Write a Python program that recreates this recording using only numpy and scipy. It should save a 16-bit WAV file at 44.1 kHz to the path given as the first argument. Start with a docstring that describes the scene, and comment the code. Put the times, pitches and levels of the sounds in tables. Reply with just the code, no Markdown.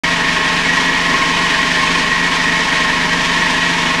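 """A workshop, one microphone just above the bowl of a steadily running vibratory polishing machine.
An off-centre weight shakes the bowl about 25 times a second, so it drones, and the motor whines.
Each turn throws the load of small stones: they knock on the wall, which rings, hiss against each
other and land with a dull thud. Now and then a single stone clinks above the rest."""
import sys
import numpy as np
from scipy import signal
from scipy.fft import rfft, irfft
from scipy.io import wavfile

SR = 44100
rng = np.random.default_rng(int(sys.argv[2]) if len(sys.argv) > 2 else 0)


def pcm_store(signal):
    """Save signal as 16-bit PCM."""
    levels = np.round(np.clip(np.atleast_2d(signal), -1, 1) * 32767)
    wavfile.write(sys.argv[1], SR, levels.astype(np.int16).T)


N = 176400
T = np.arange(N) / SR
FREQS = np.fft.rfftfreq(N, 1 / SR) + 1e-3
SHAFT_HZ, SHAFT_WANDER = 24.59, .0008


def amp(db):
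    """Decibels to gain."""
    return 10 ** (np.asarray(db) / 20)


def unit(x):
    """Scale to an rms of one."""
    return x / np.sqrt(np.mean(x ** 2))


def walk(rate_hz):
    """Smooth random drift at an rms of one, moving up to about rate_hz."""
    return unit(irfft(rfft(rng.standard_normal(N)) * np.exp(-(FREQS / rate_hz) ** 2), N))


def swell(curve):
    """A level curve as dB around its own mean."""
    db = np.interp(T, *np.array(curve).T)
    return db - db.mean()


def colour(x, spectrum):
    """Causal filter that gives a white sound the listed density."""
    hz, db = np.array(spectrum).T
    gain = amp(np.interp(np.log(FREQS), np.log(hz), db))
    cepstrum = irfft(np.log(gain), N)
    cepstrum[1:N // 2] *= 2  # fold for minimum phase
    cepstrum[N // 2 + 1:] = 0
    return irfft(rfft(unit(x)) * np.exp(rfft(cepstrum)), N) * np.sqrt(SR / 2)


def ring(x, hz, width_hz):
    """One resonance with trimmed skirts, at an rms of one."""
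    detune = (FREQS / hz - hz / FREQS) * hz / width_hz
    return unit(irfft(rfft(x) / (1 + 1j * detune) / (1 + 1j * detune / 6), N))


def room(x, t60_s=.48, tail_db=-7.5):
    """The direct sound reaches the microphone first, the workshop's short tail 4 ms later."""
    tail = rng.standard_normal(N) * amp(-60 * T / t60_s) * (T > .004)
    return x + amp(tail_db) * irfft(rfft(x) * rfft(unit(tail)), N) / np.sqrt(N)


def throw(turns, lands, depth_db):
    """Gain over a turn, highest at the share of the turn where the load lands."""
    return amp(depth_db * np.cos(2 * np.pi * (turns - lands)))


def clicks(per_s, spread_db):
    """Random tiny collisions of uneven strength."""
    hits = (rng.random(N) < per_s / SR) * np.sign(rng.standard_normal(N))
    return unit(hits * amp(spread_db * rng.standard_normal(N)))


def tone(cycles, rms_db):
    """A sine with a random starting phase."""
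    return amp(rms_db) * np.sqrt(2) * np.sin(2 * np.pi * (cycles + rng.random()))


# Drone from just above the bowl (multiple of the shaft rate, mean level [dB])
DRONE_PARTIALS = [(1, -38), (2, -40.5), (3, -48), (4, -45.5), (5, -46.5), (6, -39.5), (7, -29.5),
                  (9, -42.5), (10, -35), (11, -34), (14, -48), (20, -47), (36, -47), (44, -32), (47, -45),
                  (72, -47)]


def drone(turns, waver_db=1.66):
    """The bowl follows the off-centre weight, with overtones; each partial wavers."""
    return sum(tone(order * turns, db + waver_db * walk(8.6)) for order, db in DRONE_PARTIALS)


# Whine of the motor at the microphone (frequency [Hz], mean level [dB])
MOTOR_TONES = [(256, -37), (621.5, -37.5), (670.3, -37.5), (941.6, -33.5), (1264.3, -39)]


def motor(turns, waver_db=2.6):
    """Thin wavering tones that follow the shaft's speed."""
    return sum(tone(hz * turns / SHAFT_HZ, db + waver_db * walk(3.3)) for hz, db in MOTOR_TONES)


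def knocks(turns, jitter_s, spread_db, per_turn):
    """Contacts that come back at the same places in every turn, never quite alike."""
    places = (np.arange(per_turn) + rng.random(per_turn)) / per_turn
    at_turn = np.arange(int(turns[-1]) + 1)[:, None] + places
    when = np.interp(at_turn, turns, T, right=np.nan) + jitter_s * rng.standard_normal(at_turn.shape)
    size = rng.standard_normal(per_turn) * amp(spread_db * rng.standard_normal(when.shape))
    heard = np.isfinite(when)
    return unit(np.bincount((when[heard] * SR).astype(int) % N, size[heard], N))


# Resonances of the bowl wall, close up (frequency [Hz], width [Hz], level [dB])
WALL_MODES = [(886.6, 16, -31.5), (985, 26, -32), (1048.4, 39, -27.5), (1068, 11, -31), (1609, 13, -31.5),
              (1635, 11, -41.5), (1747, 44, -29), (1818, 58, -22.5), (1882.7, 19, -25.5), (1901.5, 12, -27),
              (2208, 44, -26), (2294, 22, -31), (2473, 117, -27.5), (3003, 90, -31.5)]
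# Swell of the wall's lower ring, taken around its mean (time [s], level [dB])
LOW_RING_SWELL = [(0.0, -25.0), (0.5, -23.6), (0.65, -25.3), (0.8, -20.3), (1.15, -19.5), (1.55, -21.8),
                  (1.85, -21.0), (1.95, -23.4), (2.3, -20.4), (2.45, -23.1), (3.2, -23.9), (3.3, -22.4),
                  (3.45, -24.3), (4.0, -23.1)]
# Swell of its upper ring, taken around its mean (time [s], level [dB])
HIGH_RING_SWELL = [(0.0, -17.3), (0.15, -19.0), (0.2, -16.6), (0.45, -17.9), (1.0, -16.5), (1.1, -17.8),
                   (1.35, -18.0), (1.7, -16.5), (1.95, -19.5), (2.25, -17.2), (2.35, -18.9), (2.5, -15.8),
                   (2.55, -17.9), (3.15, -17.7), (3.25, -20.1), (3.45, -15.5), (3.55, -17.9), (4.0, -18.9)]


def wall(turns):
    """Repeating knocks and loose stones ring the wall of the bowl; its two main rings come and go."""
    repeating = knocks(turns, jitter_s=.00012, spread_db=1.5, per_turn=20)
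    blows = room(repeating + clicks(per_s=4000, spread_db=2))
    out = 0
    for hz, width_hz, db in WALL_MODES:
        if 1020 < hz < 1150:
            db = db + swell(LOW_RING_SWELL)
        elif 1680 < hz < 2000:
            db = db + swell(HIGH_RING_SWELL)
        out = out + amp(db) * ring(blows, hz, width_hz)
    return out


# Stones rubbing together just below the microphone (frequency [Hz], density [dB per Hz])
HISS_SPECTRUM = [(500, -76), (600, -63.5), (650, -56), (780, -61.5), (900, -56), (1100, -56), (1230, -60),
                 (1450, -54), (1570, -62.5), (1700, -52), (2120, -54.5), (2750, -54.5), (3200, -54),
                 (4000, -58.5), (5100, -61), (6400, -65.5), (8000, -72), (10000, -79), (11500, -86.5),
                 (13200, -101), (15600, -101)]
# How hard the load churns, taken around its mean (time [s], level [dB])
CHURN_SWELL = [(0.0, -16.5), (0.45, -16.5), (0.95, -16), (1.1, -16.5), (1.2, -15.5), (1.8, -16),
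               (1.85, -15), (2.15, -16.5), (2.7, -16), (2.95, -17), (3.55, -15.5), (3.6, -17.5),
               (3.7, -15.5), (3.8, -16.5), (3.9, -17), (4.0, -17.5)]


def stones(turns):
    """A dense hiss of collisions that pulses unevenly with every throw."""
    grains = clicks(per_s=18000, spread_db=2.5)
    pulse = throw(turns + .06 * walk(15), lands=.12, depth_db=.82)
    hiss = colour(room(grains * pulse), HISS_SPECTRUM)
    return hiss * amp(swell(CHURN_SWELL) + .69 * walk(17))


# The load slumping against the bowl, close up (frequency [Hz], density [dB per Hz])
SLUMP_SPECTRUM = [(20, -92), (42, -85), (64, -71), (115, -66.5), (180, -54), (300, -53.5), (370, -56.5),
                  (455, -52), (540, -61.5), (700, -95.5)]
# Weight of the slumping load, taken around its mean (time [s], level [dB])
LOAD_SWELL = [(0.0, -28.5), (0.95, -26), (1.25, -26.5), (2.2, -28), (2.5, -27), (3.05, -27.5), (3.4, -26),
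              (4.0, -28.5)]


def slump(turns):
    """The whole load lands once a turn with a dull thud, some throws heavier than others."""
    weight = throw(turns, lands=.25, depth_db=1.0) * amp(swell(LOAD_SWELL) + 1.34 * walk(16))
    return colour(clicks(per_s=4000, spread_db=2.5) * weight, SLUMP_SPECTRUM)


# Single stones, close and dry, by their lower partial (time [s], frequency [Hz], level [dB])
STONE_CLINKS = [(.5648, 2160, -15), (0.9308, 2440, -12), (1.5026, 2140, -15), (1.878, 2550, -10),
                (2.1167, 2460, -18)]


def clinks(t60_s=.035, overtone_ratio=1.22, overtone_db=-4):
    """Each stone rings briefly with two partials."""
    out = 0
    for at, hz, db in STONE_CLINKS:
        age = np.maximum(T - at, 0)
        phase = 2 * np.pi * hz * age
        partials = np.sin(phase) + amp(overtone_db) * np.sin(overtone_ratio * phase)
        out = out + amp(db - 60 * age / t60_s) * partials
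    return out


def scene():
    """One shaft drives the whole machine, heard in mono from above the bowl."""
    shaft_hz = SHAFT_HZ * (1 + SHAFT_WANDER * walk(2))
    turns = .056 + np.cumsum(shaft_hz) / SR
    return (drone(turns) + motor(turns) + wall(turns) + stones(turns) + slump(turns) + clinks())[None]


def record(dry, start_s=.0355, top_hz=15500):
    """The sound cuts in after a moment and loses its very top."""
    lowpass = signal.ellip(10, .1, 80, top_hz, fs=SR, output="sos")
    return signal.sosfilt(lowpass, dry * (T >= start_s))


dry = scene()
out = record(dry)
pcm_store(out)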